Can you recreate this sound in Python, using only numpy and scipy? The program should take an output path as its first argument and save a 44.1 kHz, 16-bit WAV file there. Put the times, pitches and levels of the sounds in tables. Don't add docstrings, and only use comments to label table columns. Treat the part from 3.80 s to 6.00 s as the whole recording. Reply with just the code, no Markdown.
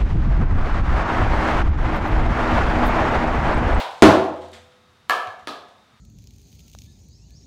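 import sys
import numpy as np
from scipy import signal
from scipy.fft import rfft, irfft
from scipy.io import wavfile
from scipy.ndimage import uniform_filter1d

SR = 44100
rng = np.random.default_rng(int(sys.argv[2]) if len(sys.argv) > 2 else 0)


def pcm_store(signal):
    levels = np.round(np.clip(np.atleast_2d(signal), -1, 1) * 32767)
    wavfile.write(sys.argv[1], SR, levels.astype(np.int16).T)


def gain_from_db(level_db):
    decades = np.asarray(level_db, float) / 20
    return 10 ** decades


N = 97020

SHOT_S, SLAM_S, STOP_S, TAP_S = -0.06, 0.2229, 1.2969, 1.6727

# ringing level in dB, click level in dB, snap level in dB,
# snap pitch in Hz, room sound over direct sound in dB.
SHOT_BLOW = (-4, 6, -19, 7000, 6)
SLAM_BLOW = (20.5, 22.5, -2.5, 6205, 6)
STOP_BLOW = (8.5, 4, -20.5, 12000, 4.5)
TAP_BLOW = (-8.5, -4, -33, 9500, 4)

# pitch in Hz, level in dB, time to fade by 60 dB in seconds.
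SHOT_TONES = [(514, -8, 0.0067), (810, -6.5, 0.035), (1020, 5, 0.012), (1565, -10.5, .02),
              (3670, -7, 0.0084)]
BOARD_TONES = [(100, -10, 0.18), (166, -12, 0.076), (222, -3, 0.08), (329.7, 2.5, .07), (381.5, 5.5, 0.062),
               (527, -2, 0.042), (674, -2.5, 0.045), (854, -10.5, 0.037), (1064, -10.5, 0.041),
               (1380, -5, 0.015), (1710, -10.5, 0.012)]
STOP_TONES = [(572, -9, 0.034), (740, 4.5, 0.068), (980, -20, 0.015), (1185, 8, 0.023), (1313, 14, 0.019),
              (1660, 5, 0.022), (1711, 9.5, 0.03), (3100, 6, 0.0042), (4070, -6, 0.0046)]
TAP_TONES = [(294, 8, 0.047), (585, -33, 0.022), (762, 5, 0.031), (895, 4, 0.033), (1258, 11.5, 0.031),
             (1680, 6, 0.049), (3500, 5, 0.018), (4240, -29, 0.0094)]

# frequency in Hz, level in dB.
SHOT_CLICK = [(60, -41.5), (200, -29.5), (450, -9), (950, -2), (2000, -11.5), (3700, -12.5), (6000, -26),
              (16000, -41)]
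BOARD_CLICK = [(30, -28), (70, -16.5), (350, 1), (800, -2.5), (2000, -16), (3500, -20.5), (8000, -36.5),
               (16000, -52.5)]
STOP_CLICK = [(60, -53), (150, -18), (500, -0.5), (1300, 1.5), (2300, 2), (4000, -8), (8000, -21),
              (16000, -29.5)]
TAP_CLICK = [(60, -28), (150, -15.5), (350, -0.5), (1200, 1.5), (2200, -9), (4000, -6), (7000, -22.5),
             (16000, -36.5)]

# delay in seconds, level in dB.
BOARD_ECHOES = [(.0053, -5.5), (.0100, -7), (.0150, -14.5), (0.0201, -13)]
STICK_ECHOES = [(.0100, -5.5), (.0145, -22), (0.0173, -17)]
TAP_ECHOES = [(.0090, -7.5), (.0137, -17), (.0185, -9), (.0328, -18)]

# frequency in Hz, time to fade by 60 dB in seconds.
ROOM_FADE = [(50, .4), (100, .45), (260, 0.55), (700, 0.77), (1800, 0.53), (4800, 0.5), (9000, .45),
             (15000, 0.42)]

# pitch in Hz, level in dB, time to fade by 60 dB in seconds.
BOOM_TONES = [(84, -36, 1.5), (86, -34.5, 1.7), (142.3, -29, .8), (231, -46.5, 2.5), (300, -41, 0.75),
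              (370, -35, 1.1), (500, -32, 1.6)]

# start in seconds, length in seconds, level in dB, brightness in dB per octave.
SCUFFS = [(0.097, 0.069, -54, 4), (0.168, 0.073, -51.5, -0.5), (0.436, 0.018, -50, 3),
          (0.553, 0.043, -53.5, -0.5), (0.603, 0.074, -52, 0), (.685, .004, -55, 8), (0.715, .008, -54, 6),
          (0.726, 0.041, -44.5, 0), (0.914, 0.017, -58, -2), (1.293, 0.0061, -47, 18),
          (1.471, 0.0068, -36, -3.5), (1.59, 0.021, -53, -3), (1.884, 0.011, -56, 0),
          (2.08, .06, -67.5, -15.5)]

# frequency in Hz, level in dB.
TURF_COLOUR = [(590, -39), (1000, -7.5), (2030, -5), (2870, -9.5), (3540, -3.5), (5020, -14.5), (7980, -18),
               (16000, -41.5)]

# start in seconds, level in dB, pitch in Hz.
STEPS = [
    (.13, -56, 60),
    (1.472, -43, 100),
    (1.618, -54, 70),
    (2.129, -57, 114.6),
]

# frequency in Hz, level in dB.
HUM_COLOUR = [(25, -29.5), (60, -7.5), (110, -6.5), (200, -10.5), (500, -17.5), (1200, -14), (2400, -20.5),
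              (3800, -21), (16000, -45.5)]

# pitch in Hz, level in dB.
HUM_TONES = [(92, -77), (226, -71), (1265, -71.5), (3700, -70.5)]


def evened(x):
    return x / np.sqrt(np.mean(x ** 2) + 1e-20)


def unit(x):
    return x / np.linalg.norm(x)


def read(points, hz):
    f, value = np.transpose(points)
    return np.interp(np.log(hz + 1), np.log(f + 1), value)


def add(mix, start_s, sound):
    at = round(start_s * SR)
    sound = sound[max(-at, 0):]
    part = mix[max(at, 0):][:len(sound)]
    part += sound[:len(part)]


def hum():
    hz = np.fft.rfftfreq(N, 1 / SR)
    wash = irfft(rfft(rng.standard_normal(N)) * gain_from_db(read(HUM_COLOUR, hz)), N)
    out = gain_from_db(-58.5) * evened(wash)
    for tone_hz, db in HUM_TONES:
        blur_hz = 4 + 0.02 * tone_hz
        narrow = 1 / (1 + ((hz - tone_hz) / blur_hz) ** 2)
        out += gain_from_db(db) * evened(irfft(rfft(rng.standard_normal(N)) * narrow, N))
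    return out


def click(points):
    hz = abs(np.fft.fftfreq(4096, 1 / SR))
    log = np.log(gain_from_db(np.maximum(read(points, hz), -100)))
    knock = np.fft.ifft(np.exp(log - 1j * signal.hilbert(log).imag)).real
    return unit(knock[:2048])


def ring(tones, t):
    return sum(gain_from_db(db - 60 * t / fade_s) * np.sin(2 * np.pi * hz * t) for hz, db, fade_s in tones)


def room():
    build_s = 0.0058
    hz, t, z = signal.stft(rng.standard_normal(SR * 2), SR, nperseg=512)
    fading = z * gain_from_db(-60 * t / read(ROOM_FADE, hz)[:, None])
    tail = signal.istft(fading, SR, nperseg=512)[1]
    t = np.arange(len(tail)) / SR
    return unit(tail * (1 - np.exp(-(t / build_s) ** 2)))


def blow(row, tones, colour, echoes):
    ring_db, click_db, snap_db, snap_hz, room_db = row
    rise_s, chatter_s, snap_s = 0.00058, 0.0015, 0.00015
    t = np.arange(SR // 4) / SR

    body = gain_from_db(ring_db) * unit(ring(tones, t) * (1 - np.exp(-t / rise_s)))
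    knock = gain_from_db(click_db) * click(colour)
    tail = room()
    heard = gain_from_db(room_db) * signal.fftconvolve(body, tail)
    add(heard, 0, gain_from_db(room_db) * signal.fftconvolve(knock, tail))

    chatter = unit(rng.choice([-1.0, 1.0], 512) * np.exp(-t[:512] / chatter_s))
    direct = body
    add(direct, 0, signal.fftconvolve(knock, chatter))
    snap_shape = np.e * t / snap_s * np.exp(-t / snap_s)
    direct += gain_from_db(snap_db) * snap_shape * np.sin(2 * np.pi * snap_hz * t)

    heard[:len(direct)] += direct
    for delay_s, db in echoes:
        add(heard, delay_s, -gain_from_db(db) * direct)
    return heard


def shot():
    return blow(SHOT_BLOW, SHOT_TONES, SHOT_CLICK, STICK_ECHOES)


def scuffs():
    grain_db, room_db = -2, -1
    out = np.zeros(N)
    t, hz = np.arange(8192) / SR, np.fft.rfftfreq(8192, 1 / SR)
    for start_s, length_s, db, tilt_db in SCUFFS:
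        noise, grain = rng.standard_normal((2, 8192))
        shade = gain_from_db(read(TURF_COLOUR, hz) + tilt_db * np.log2(hz / 4000 + 0.01))
        shade *= np.minimum(hz / 1200, 1) ** 2
        grainy = noise * gain_from_db(grain_db * evened(uniform_filter1d(grain, 60)))
        hiss = evened(irfft(rfft(grainy) * shade))
        u = t / length_s
        swell = np.minimum(5 * u, 1) * np.exp(-u ** 2)
        add(out, start_s, gain_from_db(db) * hiss * swell)
    return out + gain_from_db(room_db) * signal.fftconvolve(out, room())[:N]


def steps():
    thump_s = 0.01
    out, t = np.zeros(N), np.arange(SR // 4) / SR
    push = np.e * t / thump_s * np.exp(-t / thump_s)
    for start_s, db, hz in STEPS:
        add(out, start_s, gain_from_db(db) * push * np.sin(2 * np.pi * hz * t))
    return out


def slam():
    return blow(SLAM_BLOW, BOARD_TONES, BOARD_CLICK, BOARD_ECHOES)


def boom():
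    t = np.arange(SR * 2) / SR
    return ring(BOOM_TONES, t) * (1 - np.exp(-t / 0.05))


def stop():
    return blow(STOP_BLOW, STOP_TONES, STOP_CLICK, STICK_ECHOES)


def tap():
    return blow(TAP_BLOW, TAP_TONES, TAP_CLICK, TAP_ECHOES)


def scene():
    mix = hum() + scuffs() + steps()
    add(mix, SHOT_S, shot())
    add(mix, SLAM_S, slam())
    add(mix, SLAM_S, boom())
    add(mix, STOP_S, stop())
    add(mix, TAP_S, tap())
    return mix[None]


def band_limit(x):
    return signal.sosfilt(signal.butter(12, 16760, fs=SR, output="sos"), x)


def record(dry):
    overload, knee = 1.0, 9
    bass_cut = signal.butter(2, 70, "high", fs=SR, output="sos")
    heard = signal.sosfilt(bass_cut, dry)
    flat = heard / (1 + abs(heard / overload) ** knee) ** (1 / knee)
    treble_cut = signal.firwin(511, 16500, window=("kaiser", 9), fs=SR)
    flat = signal.oaconvolve(flat, treble_cut[None], "same")
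    return band_limit(np.clip(flat, -1, 1))


dry = scene()
out = record(dry)
pcm_store(out)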